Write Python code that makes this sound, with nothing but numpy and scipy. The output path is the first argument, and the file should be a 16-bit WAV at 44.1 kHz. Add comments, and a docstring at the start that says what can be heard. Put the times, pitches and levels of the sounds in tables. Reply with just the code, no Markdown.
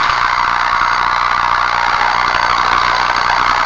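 """Spark-gap coil on a table

A small spark-gap coil on a wooden table indoors, close to a pocket camera. Once per mains cycle the gap
breaks into a short volley of sparks, with a weaker volley between; each click sets housing, table and can
ringing, and jolts once a cycle ring the glass. A sum of overtones makes the transformer's buzz; echoes and
noise tails make the room. The overdriven microphone bends the peaks one way, adding low hum and rumble."""
import sys
import numpy as np
from scipy import signal
from scipy.fft import rfft, irfft, next_fast_len
from scipy.io import wavfile
from scipy.ndimage import uniform_filter1d

SR = 44100
rng = np.random.default_rng(int(sys.argv[2]) if len(sys.argv) > 2 else 0)


def put_to_file(sound):
    """Save the sound as 16-bit audio at rate SR, in the file named by the first command-line argument."""
    columns = np.atleast_2d(sound).T  # one column per channel
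    safe = np.clip(columns, -1, 1)
    whole_steps = np.round(safe * 32767)
    wavfile.write(sys.argv[1], SR, whole_steps.astype(np.int16))


def field_ratio(decibels):
    """Amplitude ratio for a level in dB (20 dB per decade); scalars and array-likes work."""
    return 10 ** (np.asarray(decibels, dtype=float) / 20)


N = 160965
LEAD = 11025  # samples the coil has already been running
MAINS_HZ = 60

# Transformer overtones: mains_multiple, rms_db (at time zero, relative), change_db_per_s
OVERTONES = [(9, -49, 0), (10, -48, 0), (11, -41, 0), (12, -38, 0), (13, -42, 0), (14, -38, 0),
             (15, -34, -3), (16, -27, -2.5), (17, -35, -3), (18, -31, -3), (19, -33, -3), (20, -33, -2),
             (21, -39, -2), (22, -40, -2)]
SWELL_MS, SWELL_SLIP_MS_PER_S = 12.9, 0.16  # when in the cycle the overtones swell together; slow slip

# Early wall echoes: delay_ms, level_db
WALL_ECHOES = [(7, -20), (11.8, -13.5), (17, -10.5)]
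# Decay of the diffuse tail: frequency_hz, t60_s
ROOM_DECAY = [(300, 0.36), (1200, 0.4), (3000, 0.95), (7000, 0.66)]
# Colour of the diffuse tail: frequency_hz, relative_level_db
ROOM_COLOUR = [(300, 2.5), (800, 3), (1300, 4.5), (2100, -2), (3200, -7), (5000, 0.5), (7500, -0.5)]
TAIL_DB, WALL_DULL_HZ = -7, 2380
DRIFT_S = 0.3532  # the hand-held camera hears a new tail this often

# Spectrum of one spark at the microphone: frequency_hz, relative_level_db
SNAP_SPECTRUM = [(60, -53), (300, -29), (570, -33), (750, 2), (950, 0.5), (1250, 4), (1560, -0.5),
                 (1880, -14), (2100, -7), (2410, -20), (3240, -21), (4000, -25.5), (4400, -18), (5010, -27),
                 (6070, -31), (7000, -26), (8000, -35.5), (10000, -46.5), (17000, -104.5)]
# Modes of table and can: frequency_hz, energy_db, t60_s
TABLE_MODES = [(651.5, -24, 0.19), (699, -16, 0.029), (859, -34, 0.2), (962, -13, 0.085),
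               (1048, -15, 0.032), (1127.6, -10.5, 0.028), (1182.4, -15.5, 0.17), (1278, -25.5, 0.15),
               (1430, -15, 0.04), (1530, -18.5, 0.17), (1688, -26, 0.11), (2006, -20.5, 0.027)]
# Short modes of the gap's housing: frequency_hz, relative_energy_db, t60_s
HOUSING_MODES = [(3864, -19.5, 0.0045), (2060, -28.5, 0.01), (2640, -25.5, 0.0043), (3500, -30, 0.0054),
                 (1770, -17, .008)]
# Lower set of glass modes: frequency_hz, relative_energy_db, t60_s
GLASS_LOW_MODES = [(4590, -23.5, 0.023), (6370, -32.5, 0.055), (8830, -48, .022)]
# Higher set of glass modes: frequency_hz, relative_energy_db, t60_s
GLASS_HIGH_MODES = [(4615, -28.5, 0.063), (6460, -35, .06), (8830, -44, .022)]
# The glass whistles in fits: start_s, relative_level_db, low_mode_share (0-1)
GLASS_FITS = [(0, 7, 0), (.15, 13, 0), (.2, 3.5, 0.2), (.4, 9, 0.5), (.55, -11.5, 0.15), (.61, 8, 0),
              (.7, -7, 0.15), (.76, 10.5, 0), (.95, 13.5, 0), (1, -2, 0.23), (1.6, 1, 0), (1.87, 5, 0.45),
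              (2.08, 2, 0.6), (2.12, 17.5, 0.4), (2.21, 3, 0.9), (2.24, -1.5, 0.9), (2.34, 9.5, 1),
              (2.5, 9, 1), (2.57, 10.5, 0.87), (2.71, -6.5, 0.99), (2.83, 10.5, 0.7), (2.93, 6, 0.96),
              (3.14, 9, 1), (3.65, 4.5, 1)]
# A hand nears the bulb: start_s, bite_db, sharpness_scatter_db, weight_db, bite_scatter_db
HAND_EFFECT = [(0, 1.5, 5.5, -2, 9.5), (.17, 1, 7, 4, 7), (.22, -1, 5, -9, 4), (.4, -1.5, 2.5, -9, 1.5),
               (1.2, 0.5, 0, -6, 3), (2, 1, -3.5, 0.5, 3), (2.4, -7, 8, 2, 10.5), (3, -1, 6, 4.5, 9),
               (3.65, -4, 10, 3, 5.5)]
JOLT_MS, JOLT_DB, JOLT_SPREAD_DB = 15, 12, 3  # one jolt of the glass a cycle: when, relative size, scatter
EDGE_HZ, WEIGHT_HZ = 1600, 910  # sharpness acts above the first, weight below the second
THIN_HZ = 280  # so small a source sends out little below this

# Course of the discharge: start_s, strength_db, volley_start_ms (into the half-cycle), length_ms,
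# other_half_cycle_db, spark_spacing_ms, sharpness_db
DISCHARGE = [(0, -17, 11.35, 5.2, -4.5, 0.88, 3), (.15, -19, 10.76, 4.1, -7, 0.87, 6),
             (.22, -14, 11.3, 5.13, -11.5, .9, 0), (0.502, -16.5, 11.3, 4.08, -41, 0.92, -4.5),
             (.75, -13.5, 11.5, 4.86, -12, 0.97, -6.5), (1, -14, 12.1, 3.8, -27.5, 0.95, -15),
             (1.302, -16, 11.56, 4.3, -20, 0.93, -3.5), (1.6, -16, 11.3, 3.97, -31, 0.94, -4.5),
             (1.85, -16, 11.46, 4.5, -15, 1, 0), (2.082, -14.5, 10.6, 6.4, -13.5, 0.99, -2),
             (2.118, -17, 12.5, 3.95, -38, 0.97, 2.5), (2.448, -17.5, 12, 3.8, -30.5, 0.97, 1.5),
             (2.8, -14, 13.2, 4.7, -15.5, 0.95, 1.5), (3.101, -19, 12.7, 4.5, -20.5, 0.98, 3),
             (3.402, -15, 12, 4.07, -44, 0.95, 3), (3.65, -20, 10.4, 6.5, -35, 0.95, 7.5)]
# Volleys that come out slightly weaker or stronger: start_s, change_db
UNEVEN_VOLLEYS = [(.264, -1.5), (1.797, -2), (2.932, -2), (3.047, 2.5)]
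START_JITTER_MS, LENGTH_SPREAD = 0.25, 0.13  # per volley; spreads are log standard deviations
SPACING_SPREAD, PACE_SPREAD = 0.15, 0.06  # spacing scatter per spark, per volley
SPARK_DB, VOLLEY_DB = 2.5, 1.9  # size scatter per spark, per volley
FADE_MS, GROW_DB_PER_MS = 0.56, 0.9  # soft end of a volley; build-up within it

LEVELLER_S, LEVELLER_SHARE = 0.061, 0.55  # gain control: averaging window, how far it evens the level
BEND, BEND_ABOVE, BEND_HZ = 0.31, 0.02, 780  # square term: extra in the bass, everywhere, corner of the bass
TOP, KNEE = 0.95, 2.63  # soft ceiling: level, hardness
# The camera's treble: frequency_hz, gain_db
CAMERA_TREBLE = [(5500, 0), (6500, -5), (7500, -13), (8500, -20.5), (9200, -19), (9900, -19.5),
                 (10100, -38.5)]


def along(points, hz):
    """Spectral interpolation: (Hz, value) points joined on a log frequency axis."""
    f, v = np.transpose(points)
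    return np.interp(np.log(hz + 1), np.log(f + 1), v)


def filtered(x, response):
    """Linear filtering: the spectrum of x times a complex response of frequency."""
    m = next_fast_len(x.shape[-1] + SR // 2)
    spectrum = rfft(x, m) * response(np.fft.rfftfreq(m, 1 / SR))
    return irfft(spectrum, m)[..., :x.shape[-1]]


def causal(points, size=4096):
    """Minimum phase: folding the cepstrum of a (Hz, dB) colour gives its causal impulse response."""
    level_db = np.maximum(along(points, np.fft.rfftfreq(size, 1 / SR)), -90)
    cepstrum = irfft(np.log(field_ratio(level_db)))
    cepstrum[1:size // 2] *= 2
    cepstrum[size // 2 + 1:] = 0
    return irfft(np.exp(rfft(cepstrum)))


def ringing(modes):
    """Modal superposition: a struck body answers with decaying sines of given (Hz, energy dB, t60 s)."""
    t = np.arange(SR // 4) / SR
    response = 0
    for hz, db, t60 in modes:
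        unit_energy = np.sqrt(4 * np.log(1000) / (t60 * SR))
        response = response + field_ratio(db - 60 * t / t60) * np.sin(2 * np.pi * hz * t) * unit_energy
    return response


def curves(rows):
    """Slow variation: one interpolated value per sample for each column after the time."""
    s, *cols = np.transpose(rows)
    return [np.interp(np.arange(-LEAD, N) / SR, s, c) for c in cols]


def transformer():
    """Harmonic series: mains overtones in step at one moment of the cycle swell together there."""
    t = np.arange(-LEAD, N) / SR
    lag = (SWELL_MS + SWELL_SLIP_MS_PER_S * t) / 1000
    buzz = 0
    for k, db, slope in OVERTONES:
        buzz = buzz + field_ratio(db + slope * t) * np.sqrt(2) * np.cos(2 * np.pi * k * MAINS_HZ * (t - lag))
    return buzz


def room(x):
    """Reverberation: a few dull wall echoes, and a diffuse tail dying by band that changes with drift."""
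    def echoes(f):
        delayed = sum(field_ratio(db) * np.exp(-2j * np.pi * f * ms / 1000) for ms, db in WALL_ECHOES)
        return delayed / (1 + 1j * f / WALL_DULL_HZ)

    walls = filtered(x, echoes)
    hz, t, z = signal.stft(rng.standard_normal((32, SR // 2)), SR, nperseg=256)
    decay_db = along(ROOM_COLOUR, hz)[:, None] - 60 * t / along(ROOM_DECAY, hz)[:, None]
    tails = signal.istft(z * field_ratio(decay_db), SR, nperseg=256)[1]
    # overlapping stretches of sound, each with its own tail, crossfade into one another
    step = int(DRIFT_S * SR)
    fade = np.hanning(2 * step)
    padded = np.pad(x, (step, 3 * step))
    diffuse = np.zeros(len(x) + 5 * step + SR)
    for k in range(len(x) // step + 2):
        tail = tails[k % len(tails)]
        piece = signal.fftconvolve(padded[k * step:(k + 2) * step] * fade, tail / np.linalg.norm(tail))
        diffuse[k * step:][:len(piece)] += piece
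    return walls + field_ratio(TAIL_DB) * diffuse[step:step + len(x)]


def glass():
    """Impulsive excitation: one jolt a cycle, of random sign, rings the low and high modes of the glass."""
    n, cycle = N + LEAD, SR // MAINS_HZ
    level_db, low_share = curves(GLASS_FITS)
    jolts = (np.arange(n) % cycle == int(JOLT_MS * SR / 1000)) * np.sign(rng.standard_normal(n))
    jolts = jolts * field_ratio(JOLT_DB + level_db + JOLT_SPREAD_DB * rng.standard_normal(n))
    low = signal.fftconvolve(jolts * low_share, ringing(GLASS_LOW_MODES))[:n]
    high = signal.fftconvolve(jolts * (1 - low_share), ringing(GLASS_HIGH_MODES))[:n]
    return low + high


def housing(clicks, bite_db, scatter_db):
    """Resonance: the gap's housing rings briefly at each click, each mode varying from cycle to cycle."""
    n, cycle = len(clicks), SR // MAINS_HZ
    luck = rng.standard_normal((n // cycle + 2, len(HOUSING_MODES)))
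    luck = np.repeat(luck, cycle, axis=0)[cycle // 2:][:n].T
    bite = 0
    for mode, z in zip(HOUSING_MODES, luck):
        bite = bite + signal.fftconvolve(clicks * field_ratio(bite_db + scatter_db * z), ringing([mode]))[:n]
    return bite


def snaps(clicks, scatter_db):
    """Impulse response: each click becomes a coloured snap whose treble is sharper or duller."""
    n = len(clicks)
    sharp_db = curves(DISCHARGE)[5]
    chance = np.repeat(rng.uniform(-1, 1, n // 100 + 1), 100)[:n]
    snap = causal(SNAP_SPECTRUM)
    snap = snap / np.linalg.norm(snap)
    extra = signal.fftconvolve(clicks * (field_ratio(sharp_db + scatter_db * chance) - 1), snap)[:n]
    edge = filtered(extra, lambda f: 1 - 1 / (1 + (f / EDGE_HZ) ** 6))
    return signal.fftconvolve(clicks, snap)[:n] + edge


def bench(clicks):
    """Radiation: snaps and struck bodies add up, and so small a source sends out little bass."""
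    bite_db, sharp_scatter_db, weight_db, bite_scatter_db = curves(HAND_EFFECT)
    table = signal.fftconvolve(clicks, ringing(TABLE_MODES))[:len(clicks)]
    near = snaps(clicks, sharp_scatter_db) + table + housing(clicks, bite_db, bite_scatter_db) + glass()
    low_part = filtered(near, lambda f: 1 / (1 + (f / WEIGHT_HZ) ** 8))
    near = near + (field_ratio(weight_db) - 1) * low_part
    return filtered(near, lambda f: (1j * f / (THIN_HZ + 1j * f)) ** 2)


def sparks(count=12):
    """Gap discharge: volleys of growing clicks share a set energy, one a mains cycle and a weaker between."""
    half = np.arange(-32, int(2 * MAINS_HZ * N / SR) + 2)
    half_start_s = half / (2 * MAINS_HZ)
    s, *cols = np.transpose(DISCHARGE)
    db, start, length, other_db, spacing = [np.interp(half_start_s, s, c) for c in cols[:5]]
    per_volley = rng.standard_normal((len(half), 4))
    per_spark = rng.standard_normal((len(half), count, 2))
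    # times of the sparks within each volley, in ms
    spread = SPACING_SPREAD * per_spark[..., 0] + PACE_SPREAD * per_volley[:, 3:]
    steps = spacing[:, None] * np.exp(spread)
    into = np.cumsum(steps, axis=1) - steps[:, :1]
    length = (length * np.exp(LENGTH_SPREAD * per_volley[:, 0]))[:, None]
    shape = np.clip((length - into) / FADE_MS + 0.5, 0, 1)
    shape = shape * field_ratio(SPARK_DB * per_spark[..., 1] + GROW_DB_PER_MS * into)
    begin = half_start_s + (start + START_JITTER_MS * per_volley[:, 1]) / 1000
    db = db + VOLLEY_DB * per_volley[:, 2] + other_db * (half % 2)
    for when, change_db in UNEVEN_VOLLEYS:
        db = db + change_db * (abs(begin - when) < 1 / (2 * MAINS_HZ))
    size = field_ratio(db)[:, None] * shape / (np.linalg.norm(shape, axis=1, keepdims=True) + 1e-9)
    at = np.round((begin[:, None] + into / 1000) * SR).astype(int) + LEAD
    keep = (at >= 0) & (at < N + LEAD)
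    return np.bincount(at[keep], size[keep], N + LEAD) * np.sqrt(SR / MAINS_HZ)


def scene():
    """Superposition: direct sparks, their reverberation and the transformer's buzz."""
    near = bench(sparks())
    return (field_ratio(-1) * (near + room(near)) + transformer())[None, LEAD:]


def levelled(x):
    """Gain control: louder stretches are turned down, quieter ones up."""
    width = int(LEVELLER_S * SR)
    power = abs(uniform_filter1d(uniform_filter1d(x ** 2, width), width)) + 1e-9
    return x * (np.mean(x ** 2) / power) ** (LEVELLER_SHARE / 2)


def roll_off(x):
    """The treble ends steeply here."""
    return signal.sosfilt(signal.butter(12, 10100, fs=SR, output="sos"), x)


def record(dry):
    """Nonlinear distortion: a lopsided, inverting microphone, mostly in the bass, under a soft ceiling."""
    dry = levelled(dry)
    bend = filtered(dry ** 2, lambda f: BEND_ABOVE + BEND / (1 + (f / BEND_HZ) ** 4))
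    x = -dry + bend
    x = x / (1 + abs(x / TOP) ** KNEE) ** (1 / KNEE)
    x = filtered(x, lambda f: field_ratio(along(CAMERA_TREBLE, f)))
    return roll_off(x)


dry = scene()
out = record(dry)
put_to_file(out)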